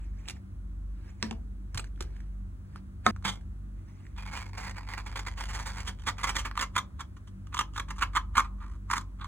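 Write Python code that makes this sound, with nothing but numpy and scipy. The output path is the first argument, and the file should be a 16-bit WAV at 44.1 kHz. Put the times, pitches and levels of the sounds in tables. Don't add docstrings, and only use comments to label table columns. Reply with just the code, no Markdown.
import sys
import numpy as np
from scipy import signal
from scipy.fft import rfft, irfft
from scipy.io import wavfile
from scipy.ndimage import uniform_filter1d

SR = 44100
rng = np.random.default_rng(int(sys.argv[2]) if len(sys.argv) > 2 else 0)


def store_wav(level_fs):
    pcm = np.round(np.clip(np.atleast_2d(level_fs), -1, 1) * 32767)
    wavfile.write(sys.argv[1], SR, pcm.T.astype(np.int16))


N = 408807
T = np.arange(N) / SR

# (time [s], level [dB], treble relative to body [dB], length [s])
SLIPS = [(4.177, -34.5, -22, 0.019), (4.26, -41, -24, 0.0066), (4.278, -38, -32, 0.015),
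         (4.326, -31, -13.5, 0.026), (4.361, -33.5, -10, 0.023), (4.414, -53, -24, 0.0048),
         (4.444, -48, -30, 0.0055), (4.576, -25, -16.5, 0.012), (4.604, -36, -10, 0.02),
         (4.631, -32, -16, 0.033), (4.648, -36, -13, 0.0055), (4.665, -32, -18, 0.022),
         (4.681, -26, -31, 0.0022), (4.695, -34, -11, 0.0055), (4.71, -30, -15.5, 0.0048),
         (4.759, -39.5, -20, 0.015), (4.782, -35, -22, 0.005), (4.833, -42, -27, 0.0043),
         (4.848, -47, -25, .003), (4.876, -45, -30, 0.0079), (4.894, -36, -18, 0.043),
         (4.936, -26, -23, 0.0067), (4.976, -26.5, -20, 0.013), (5.004, -43, -24, 0.0065),
         (5.062, -30.5, -18, 0.016), (5.094, -37.5, -25, 0.005), (5.125, -35, -29, 0.0076),
         (5.157, -23.5, -22, 0.013), (5.171, -28.5, -16, 0.0092), (5.192, -24, -15, 0.0075),
         (5.265, -24, -18.5, 0.013), (5.283, -28.5, -13, 0.0042), (5.375, -30.5, -18, 0.025),
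         (5.403, -28, -17.5, 0.016), (5.488, -32, -11.5, 0.028), (5.533, -34, -10, 0.015),
         (5.546, -29, -9.5, 0.026), (5.593, -32, -12, 0.034), (5.66, -28, -8.5, 0.043),
         (5.769, -32, -17, 0.04), (5.802, -37, -4, 0.0078), (5.872, -28, -8.5, 0.023),
         (6.037, -41, -15, 0.0034), (6.067, -19, -14, 0.024), (6.084, -20.5, -14, 0.012),
         (6.182, -30.5, -17, 0.0067), (6.198, -35, -13, 0.0035), (6.214, -28, -18, .002),
         (6.233, -23.5, -10, 0.0059), (6.239, -17.5, -14, 0.01), (6.271, -22, -14, 0.016),
         (6.291, -20.5, -10, 0.014), (6.354, -25.5, -10, 0.0099), (6.364, -20.5, -7.5, 0.0063),
         (6.382, -28, -3, 0.025), (6.45, -22, -16, 0.02), (6.513, -23, -34, 0.0018),
         (6.576, -18.5, -16.5, 0.002), (6.592, -20, -17.5, 0.0073), (6.611, -17.5, -10.5, 0.0065),
         (6.624, -16.5, -16, 0.0074), (6.636, -29, -11, 0.0047), (6.754, -27, -17.5, 0.009),
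         (6.764, -8, -20.5, 0.0036), (6.778, -13.5, -14, 0.0094), (6.994, -30.5, -20, 0.022),
         (7.006, -29, -12, 0.0078), (7.166, -44, -16, 0.011), (7.273, -48.5, -8.5, 0.015),
         (7.47, -42.5, -14.5, 0.0037), (7.526, -32, -40, 0.0056), (7.541, -25, -21, 0.0038),
         (7.545, -20, -14.5, 0.0038), (7.561, -37, -11.5, 0.0033), (7.569, -19.5, -27, 0.0025),
         (7.577, -30.5, -6, 0.0028), (7.59, -12.5, -13.5, 0.0063), (7.607, -17.5, -19, 0.0054),
         (7.61, -28, -14, 0.0074), (7.76, -23, -24, 0.0069), (7.778, -17, -17.5, 0.0044),
         (7.797, -15.5, -19.5, 0.0047), (7.884, -31.5, -22, 0.0099), (7.904, -22.5, -17.5, 0.0096),
         (7.983, -39, -19, 0.0046), (7.99, -36, -19, 0.0044), (8.009, -22, -20, 0.012),
         (8.022, -7.5, -26, 0.0079), (8.033, -12.5, -24, 0.0031), (8.133, -34.5, -24, 0.0057),
         (8.152, -14.5, -22.5, 0.006), (8.161, -14.5, -19, 0.0053), (8.168, -7, -26.5, 0.0079),
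         (8.354, -15.5, -28, 0.0063), (8.369, -8.5, -21, 0.014), (8.379, -14, -15, 0.0063),
         (8.394, -12.5, -22, 0.0054), (8.401, -13.5, -21, 0.0049), (8.443, -31, -26, 0.019),
         (8.608, -39.5, -30, 0.043), (8.9013, -15, -28, 0.0025), (8.91, -13, -17.5, 0.008),
         (8.931, -17, -20, 0.0034), (8.935, -12, -25, 0.005), (8.957, -23, -20, .003),
         (8.966, -16.5, -20.5, 0.0064), (8.979, -16.5, -14.5, 0.004), (9.01, -33, -14, 0.0055),
         (9.21, -30, -36, 0.017), (9.244, -25, -25.5, 0.0048)]
# (time [s], level [dB], treble relative to body [dB])
PUNCH = [(3.238, -54, -30), (3.251, -16.5, -16), (3.255, -21.5, -20), (3.3, -26, -12.5), (3.31, -40.5, -11),
         (3.359, -49.5, -10.5), (3.42, -73.5, -26)]
# (start [s], length [s], level [dB], treble relative to body [dB])
PULLS = [(4.152, 0.33, -42.5, -19.5), (4.507, 0.1, -41, -25), (4.73, 0.077, -39.5, -25),
         (4.82, 0.2, -41.5, -22.5), (5.023, 0.31, -46.5, -18), (5.359, 0.09, -36, -16),
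         (5.438, 0.39, -46, -14), (5.834, 0.066, -36, -15), (5.92, 0.1, -52, -13),
         (6.15, 0.263, -41.5, -27), (6.537, 0.093, -36.5, -22.5), (7.727, 0.056, -45, -9),
         (7.938, 0.057, -36.5, -15), (8.565, 0.18, -51.5, -19.5), (8.893, 0.055, -31, -17.5),
         (9.17, 0.11, -39.5, -29)]
# (time [s], share [0-1])
OPENING = [(4.2, 0), (5.9, 0), (6.3, 0.32), (6.8, 0.84), (8., 0.91), (9.2, 1)]
# (frequency [Hz], level [dB])
TAUT_FOIL = [(300, -11.5), (600, -5.5), (900, 3), (1500, -0.5), (2200, -0.5), (3200, -15.5), (3800, -17),
             (4350, -11), (4900, -5.5), (6500, -30)]
# (frequency [Hz], level [dB])
OPEN_JAR = [(500, -32), (900, 3), (1200, 11), (1500, 0), (2200, -7), (3200, -24), (4500, -12.5),
            (6500, -51.5)]
# (frequency [Hz], level [dB])
JAR_WALL = [(60, -25), (120, -2), (230, 2.5), (400, -3.5), (700, -27.5)]
# (frequency [Hz], level [dB])
CRINKLE = [(4000, 0.5), (5000, 6), (6700, 6), (8500, -3.5), (10500, -6), (12000, -7), (14000, -9),
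           (15500, -22)]
# (frequency [Hz], width [Hz], body drive shut [dB], body drive open [dB], crinkle drive [dB])
FLAP_MODES = [(2121, 200, 5.5, 3.5, -1.5), (3085, 780, -25, -14, 11.5)]
# (time [s], lower mode [dB], upper mode [dB])
FLAP_RING = [(3.25, 5.5, 0.5), (3.36, 12, -2), (4.2, 10.5, 3.5), (4.7, 4, -11), (5.1, 1, 2), (5.5, -11, -4),
             (5.9, 0, -2.5), (6.08, 8, 0), (6.25, 6.5, -0.5), (6.4, 8.5, 0.5), (6.6, -4, 1), (6.78, 4.5, 2),
             (7., -8, 4.5), (7.6, -16.5, 6.5), (7.78, -16, 0.5), (8.02, 6.5, 0.3), (8.16, 3, -1),
             (8.38, 6, 0), (8.93, -12.5, -14), (9.22, -1, 10)]
# (from [Hz], to [Hz], time constant [s], width [Hz],
# drive shut [dB], drive open [dB], spread of log pitch between slips [1])
SAG = (2510, 1050, 0.0065, 400, 3.8, 1, 0.26)

# (time [s], ring level [dB], ring frequency [Hz], snap relative to ring [dB])
CLICKS = [(0.257, -48, 2530, -8), (0.279, -41, 1970, 2), (0.285, -30.5, 3800, 4.5), (0.298, -36, 2440, 6),
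          (0.307, -40.5, 2070, 7.5), (1.327, -37, 930, -9), (1.746, -38, 1400, 6), (1.756, -41, 1100, 2),
          (1.775, -28.5, 1130, 6), (1.778, -24, 4200, -6), (1.795, -30.5, 1260, -0.5),
          (1.843, -39.5, 1540, -3), (1.96, -57, 3300, -4), (1.977, -51, 1400, -12), (2.007, -31, 1300, 3),
          (2.024, -42, 1340, 6.5), (2.165, -50, 1700, -2), (2.204, -45, 1730, -6), (2.759, -34, 1230, -13),
          (3.163, -36.5, 1320, -11), (3.225, -45, 1220, -5.5), (3.411, -53.5, 1610, -3),
          (4.053, -50, 1880, -19), (4.067, -45.5, 1930, -10)]
# (time [s], ring level [dB], pitch factor [1], ring time factor [1],
# thud level [dB], thud frequency [Hz], thud t60 [s], snap level [dB])
KNOCKS = [(1.2271, -24, 0.85, 0.64, -28.5, 221.3, 0.24, -8),
          (1.3108, -32, 0.59, 1.4, -33.5, 225, 0.11, -22), (1.752, -43, 0.77, .6, -30.5, 111, 0.056, -37),
          (2.01, -36, 0.79, 0.28, -30.5, 405, 0.0094, -43),
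          (3.0645, -6.5, 0.95, 0.82, -23.5, 222, 0.24, -11),
          (3.252, -26.5, 0.97, 1.2, -30, 196, 0.082, -33)]
# (frequency [Hz], relative level [dB], t60 [s])
PLASTIC_MODES = [(782, 0.5, 0.028), (966, -5.5, 0.027), (1134, -7.5, 0.091), (1265, -10.5, 0.045),
                 (1380, 3.5, 0.013), (1338, 0, 0.044), (1530, -13, 0.076), (1870, -12.5, 0.074),
                 (2243, 2.5, 0.013), (2450, -22.5, 0.035), (3840, -10.5, 0.017)]
# (frequency factor [1], relative level [dB], t60 factor [1])
THUD_MODES = [(1, -0.5, 0.82), (0.85, -9.5, 0.62), (1.24, -9, 0.57), (1.45, -14.5, 0.73), (1.98, -10, 0.46)]
# (frequency [Hz], level [dB])
SNAP = [(500, -24.5), (1200, -1), (3000, -0.5), (6000, -1), (10000, -8.5), (12500, -10.5), (15500, -26.5)]

# (time of maximum [s], level [dB], swell [s], fade [s])
RUBS = [(.04, -65, 0.96, 0.12), (0.201, -64.5, 0.12, 0.1), (.295, -49.5, 0.065, 0.048),
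        (.37, -60.5, 0.046, 0.022), (1.099, -60.5, 0.23, .08), (1.24, -46, 0.045, 0.11),
        (1.799, -41.5, 0.054, 0.012), (1.87, -62.5, 0.098, 0.016), (2.015, -57.5, 0.044, 0.093),
        (2.16, -65.5, 0.19, 0.25), (2.778, -61, 0.13, 0.042), (3.068, -34.5, 0.023, 0.11),
        (3.79, -70, 0.07, 0.11), (3.885, -64.5, 0.025, 0.073), (4.0, -67.5, 0.18, 0.43)]
# (frequency [Hz], level [dB])
SKIN = [(700, 4), (1300, 0.5), (2200, 0.5), (3500, -7.5), (5000, -10.5), (7000, -14.5), (11000, -18.5),
        (15000, -24.5)]
# (time [s], frequency [Hz])
RUSTLE = [(0., 2300), (.1, 1900), (.15, 1690), (.19, 2020), (.3, 2270), (.37, 1800), (1.03, 1520),
          (1.11, 2080), (1.24, 1760), (1.8, 2170), (2.05, 1540), (2.16, 1678), (3.07, 1603), (3.8, 2160),
          (4.1, 2000)]

# (time [s], RMS level [dB])
HUM_LEVEL = [(0.0, -38), (0.13, -36), (0.44, -56), (0.62, -39), (0.93, -36.5), (1.24, -55), (1.37, -40),
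             (2.43, -38), (2.679, -51), (3.77, -39.5), (3.97, -60.5), (4.18, -39), (4.46, -45),
             (5.55, -37.5), (6.07, -45.5), (6.35, -37), (6.69, -43), (6.92, -55), (8.111, -37),
             (9.27, -42.5)]
# (multiple of HUM_HZ [1], RMS level [dB])
OVERTONES = [(2, -51), (3, -63), (4, -59.5), (5, -69)]
# (frequency [Hz], width [Hz], RMS level [dB])
DRONE = [(69.45, 8.8, -48), (95.3, 9.9, -52.5), (146.2, 12, -62.5), (191.66, 8.2, -59.5)]
# (frequency [Hz], level [dB])
AIR = [(25, -36.5), (40, -20.5), (60, -7.5), (120, -22), (220, -23.5), (330, -25.5), (450, -40),
       (700, -42.5), (1200, -40), (2100, -47), (2900, -56.5), (5000, -58), (10500, -58.5), (12500, -67),
       (15500, -62.5)]
# (frequency [Hz], correlation, clipped to -1 to 1 [1])
LIKENESS = [(60, 0.92), (300, 0.76), (600, -0.99), (1400, 0.091), (2500, -1.4), (4500, 0.87), (8000, 0.23),
            (15000, 1)]

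# (frequency [Hz], t60 [s])
ROOM = [(300, 0.55), (1200, 0.12), (4000, 0.16), (10000, 0.11)]
# (frequency [Hz], left minus right [dB])
SHADE = [(300, -1), (700, -4.5), (1200, -1), (2000, -7), (2800, -6), (4000, -4.5), (6000, -1)]
# (frequency [Hz], lead of the left [rad])
PORT_PHASE = [(0, 0), (50, -.15), (150, -.4), (400, -1), (550, -2), (740, -5.3), (1400, -6.3), (2300, -5.4),
              (3000, -4.5), (4300, -4.3), (5000, -3.2), (7800, -.1), (9400, .1), (11700, 3.1), (13200, 3.2),
              (15300, 6.2), (16500, 6.3)]

SLIP_RISE_S, RISE_SHARE = 0.00079, 0.28
CREST_DB = 10.5
LEAD = SR // 25
BUILD_DB, BUILD_DB_PER_S = -29, 929.5
AFTER_DB, AFTER_DB_PER_S = -26.5, 474
TREBLE_BUILD_DB = 2.5
DULLING_DB_PER_S = 261
FIRST_SNAP_DB, SHORT_S, SNAP_MOST = 9., 0.0058, 2.08
PULL_RISE_S, PULL_FALL_DB_PER_S = 0.063, 592
SMALL_PER_S, SMALL_S, SMALL_SPREAD_DB = 150, .0022, 2.5
STEADY = .2
SHARED = 0.69
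FLAP_CHANCE_DB = 3
SHEEN_HZ, SHEEN_WIDTH_HZ, SHEEN_DB = 6790, 335, 5
CLICK_T60 = 0.012
TOUCH_DB = 25
RUSTLE_WIDTH_HZ, RUSTLE_WANDER, RUSTLE_DB = 270, 0.13, 10.5
CLUMP_DB = 3.5
UPPER, UPPER_DB = 3.1, -0.5
BREAK_S = 3.112
HUM_HZ = 48.45
AIR_DB = -51
ROOM_DB = -8.5
EDGE_HZ = 16000


def foil():
    tear, crinkle = foil_ticks()
    share = np.clip(np.interp(T, *np.transpose(OPENING)), 0, 1)
    out = colour(tear * np.sqrt(1 - share), TAUT_FOIL) + colour(tear * np.sqrt(share), OPEN_JAR)
    slip_s = np.transpose(SLIPS)[0]
    slip = np.searchsorted(slip_s, T + 0.00596)
    out += flap(tear, crinkle, share, slip)
    out += sagging_ring(tear, crinkle, share, slip, slip_s)
    return out + gain_of(-24.0) * colour(tear, JAR_WALL) + colour(crinkle, CRINKLE)


def foil_ticks():
    body, treble = pull_strength()
    first = np.zeros((2, N))
    for s, db, treble_db, length in SLIPS:
        shortness = min(SHORT_S / length, SNAP_MOST)
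        snap_db = db + FIRST_SNAP_DB + np.array([-CREST_DB, treble_db])
        first[:, round(s * SR)] = gain_of(snap_db) * shortness
        add_slip(body, treble, s, db, treble_db, length)
    snaps = ticks(per_s=1400, spread_db=3.5)
    tear = steadied(snaps, size=220) * body * gain_of(-CREST_DB) + first[0]
    fine = SHARED * snaps + ticks(per_s=1600, spread_db=2.0)
    crinkle = steadied(fine, size=220) * treble + first[1]
    return tear, crinkle


def pull_strength():
    t = T[:SR // 5]
    chance = abs(ticks(SMALL_PER_S, SMALL_SPREAD_DB))
    small = STEADY + evened(signal.oaconvolve(chance, np.exp(-t / SMALL_S))[:N])
    s, db, treble_db = np.transpose(PUNCH)
    body = small ** .3 * level(s, db)
    treble = small ** 0.33 * level(s, db + treble_db)
    for s, length, db, treble_db in PULLS:
        fall_db = PULL_FALL_DB_PER_S * np.clip(T - s - length, 0, 1)
        rise = np.clip((T - s) / PULL_RISE_S, 0, 1)
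        pull = gain_of(db - fall_db) * rise * small
        body += pull
        treble += gain_of(treble_db) * pull
    return body, treble


def add_slip(body, treble, s, db, treble_db, length):
    t = T[:SR // 5]
    rise = SLIP_RISE_S + RISE_SHARE * length
    decay = np.exp(-(t / (rise + max(length, .002))) ** 1.9)
    after = gain_of(AFTER_DB - AFTER_DB_PER_S * t)
    build = gain_of(BUILD_DB - BUILD_DB_PER_S * t[:LEAD][::-1])
    onset = np.maximum(1 - np.exp(-(t / rise) ** 2), build[-1])
    slip = gain_of(db) * np.r_[build, onset * (decay + after)]
    dulling = gain_of(-DULLING_DB_PER_S * np.r_[np.zeros(LEAD), t])
    bright = np.r_[np.full(LEAD, gain_of(TREBLE_BUILD_DB)), np.ones(len(t))]
    add(body, s - 0.84 * rise - LEAD / SR, slip)
    add(treble, s - 0.52 * rise - LEAD / SR, gain_of(treble_db) * slip * dulling * bright)


def flap(tear, crinkle, share, slip):
    out = np.zeros(N)
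    ring_s, *ring_levels = np.transpose(FLAP_RING)
    for (hz, width, shut_db, open_db, crinkle_db), ring_db in zip(FLAP_MODES, ring_levels):
        stretch, chance_db = rng.standard_normal((len(SLIPS) + 1, 2))[slip].T
        drive = tear * gain_of(shut_db + share * (open_db - shut_db)) + crinkle * gain_of(crinkle_db)
        drive = drive * gain_of(FLAP_CHANCE_DB * chance_db + np.interp(T, ring_s, ring_db))
        out += resonate(drive, hz * (1 + 0.071 * stretch), width)
    return out


def sagging_ring(tear, crinkle, share, slip, slip_s):
    from_hz, to_hz, sag_s, width, shut_db, open_db, spread = SAG
    since = (T - np.r_[PUNCH[1][0], slip_s][slip]).clip(0)
    slack = np.exp(spread * rng.standard_normal(len(SLIPS) + 1)[slip])
    hz = slack * (to_hz + (from_hz - to_hz) * np.exp(-since / sag_s))
    drive = tear * gain_of(shut_db + share * (open_db - shut_db))
    sheen = resonate(crinkle, SHEEN_HZ * (1 + 0.59 * (slack - 1)), SHEEN_WIDTH_HZ)
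    return resonate(drive, hz, width) + gain_of(SHEEN_DB) * sheen


def plastic(first_s, last_s):
    out = np.zeros(N)
    for s, db, hz, snap_db in CLICKS:
        if first_s <= s < last_s:
            modes = [(hz, 0, CLICK_T60), (1.1 * hz, -7, 1.1 * CLICK_T60)]
            add(out, s, gain_of(db) * ring(modes, soft_s=0.000081))
            add(out, s, gain_of(db + snap_db) * tick(t60=0.027))
    for s, db, pitch, ring_time, thud_db, hz, t60, snap_db in KNOCKS:
        if first_s <= s < last_s:
            piece = np.array(PLASTIC_MODES) * [pitch, 1, ring_time]
            thud = np.array(THUD_MODES) * [hz, 1, t60]
            add(out, s, gain_of(db) * ring(piece, soft_s=0.00052))
            add(out, s, gain_of(thud_db) * ring(thud, soft_s=0.0081))
            add(out, s, gain_of(snap_db) * uniform_filter1d(tick(t60=0.0083), size=4))
    return out


def rub(first_s, last_s):
    touch = np.zeros(N)
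    for s, db, swell, fade in RUBS:
        if first_s <= s < last_s:
            flank = np.maximum((s - T) / swell, (T - s) / fade).clip(0, 8)
            touch += gain_of(db - TOUCH_DB * flank)
    slow = uniform_filter1d(rng.standard_normal((2, N)), size=500)
    drift, clumps = uniform_filter1d(slow, size=500)
    grains = ticks(per_s=8100, spread_db=4.0) * touch
    hz = np.interp(T, *np.transpose(RUSTLE)) * np.exp(RUSTLE_WANDER * evened(drift).clip(-2, 2))
    clumped = grains * gain_of(CLUMP_DB * evened(clumps))
    lower = resonate(clumped, hz, RUSTLE_WIDTH_HZ)
    upper = gain_of(UPPER_DB) * resonate(clumped, UPPER * hz, RUSTLE_WIDTH_HZ)
    return colour(grains, SKIN) + gain_of(RUSTLE_DB) * (lower + upper)


def hum():
    out = np.sqrt(2) * level(*np.transpose(HUM_LEVEL)) * np.sin(2 * np.pi * HUM_HZ * T)
    for multiple, db in OVERTONES:
        cycles = multiple * HUM_HZ * T + rng.random()
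        out += np.sqrt(2) * gain_of(db) * np.sin(2 * np.pi * cycles)
    for hz, width, db in DRONE:
        out += gain_of(db) * evened(resonate(rng.standard_normal(N), np.full(N, hz), width))
    return out


def air():
    hz = np.fft.rfftfreq(N, 1 / SR)
    left, other = rfft(rng.standard_normal((2, N)))
    same = np.clip(read(LIKENESS, hz), -1, 1)
    right = same * left + np.sqrt(1 - same ** 2) * other
    spectra = np.array([left, right]) * gain_of(read(AIR, hz)) * (hz > 20)
    return gain_of(AIR_DB) * evened(irfft(spectra, N))


def room(x):
    shared, left, right = rng.standard_normal((3, SR // 2))
    noise = np.array([shared + 1.37 * left, shared + 0.59 * right])
    hz, t, z = signal.stft(noise, SR, nperseg=128)
    decay = gain_of(-60 * t / read(ROOM, hz)[:, None])
    tail = signal.istft(z * decay, SR, nperseg=128)[1]
    tail = tail * np.clip(T[:tail.shape[1]] / 0.0014, 0, 1)
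    tail = tail / np.linalg.norm(tail[0])
    return x + gain_of(ROOM_DB) * signal.fftconvolve(x[None], tail, axes=1)[:, :N]


def gain_of(db):
    return 10 ** (np.asarray(db) / 20)


def evened(x):
    return x / np.sqrt(np.mean(x ** 2) + 1e-20)


def read(points, hz):
    f, value = np.transpose(points)
    return np.interp(np.log(hz + 1), np.log(f + 1), value)


def add(mix, s, sound):
    part = mix[round(s * SR):][:len(sound)]
    part += sound[:len(part)]


def level(s, db):
    return gain_of(np.interp(T, s, db)) * (T > s[0]) * (T < s[-1])


def colour(x, points):
    log_gain = read(points, abs(np.fft.fftfreq(4096, 1 / SR))) * np.log(10) / 20
    response = np.exp(np.conj(signal.hilbert(log_gain)))
    taps = np.fft.ifft(response).real[:2048]
    return signal.oaconvolve(x, taps / np.linalg.norm(taps))[:len(x)]


def ticks(per_s, spread_db):
    size_db = spread_db * np.minimum(rng.exponential(1, N), 4)
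    size = gain_of(size_db) * rng.choice([-1, 1], N)
    return evened(size * (rng.random(N) < per_s / SR))


def steadied(x, size):
    return x / np.sqrt(uniform_filter1d(x ** 2, size) + 0.12)


def resonate(x, hz, width):
    turn = np.exp(2j * np.pi * np.cumsum(hz) / SR)
    r = np.exp(-np.pi * width / SR)
    smooth = signal.lfilter([(1 - r) ** 2], np.poly([r, r]), x / turn)
    return 2 * (turn * smooth).real


def ring(modes, soft_s):
    t = T[:SR // 3]
    x = sum(gain_of(db - 60 * t / t60) * np.sin(2 * np.pi * hz * t) for hz, db, t60 in modes)
    x = x * (1 - np.exp(-t / soft_s))
    return x / abs(x).max()


def tick(t60):
    x = colour(gain_of(-60 * T[:2000] / t60) * rng.standard_normal(2000), SNAP)
    return x / abs(x).max()


def scene():
    before = plastic(0, BREAK_S) + rub(0, BREAK_S)
    after = plastic(BREAK_S, N / SR) + rub(BREAK_S, N / SR) + foil()
    fade = np.clip((BREAK_S - T) / 0.0029, 0, 1)
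    near = fade * room(before) + room(after)
    half = gain_of(read(SHADE, np.fft.rfftfreq(N, 1 / SR)) / 2)
    shaded = irfft(rfft(near) * np.array([half, 1 / half]), N)
    return shaded + hum() + air()


def record(dry):
    turn = np.exp(1j * read(PORT_PHASE, np.fft.rfftfreq(N, 1 / SR)))
    ports = np.array([irfft(rfft(dry[0]) * turn, N), dry[1]])
    low_pass = signal.firwin(511, EDGE_HZ, window=("kaiser", 9), fs=SR)
    return signal.oaconvolve(ports, low_pass[None], "same")


dry = scene()
out = record(dry)
store_wav(out)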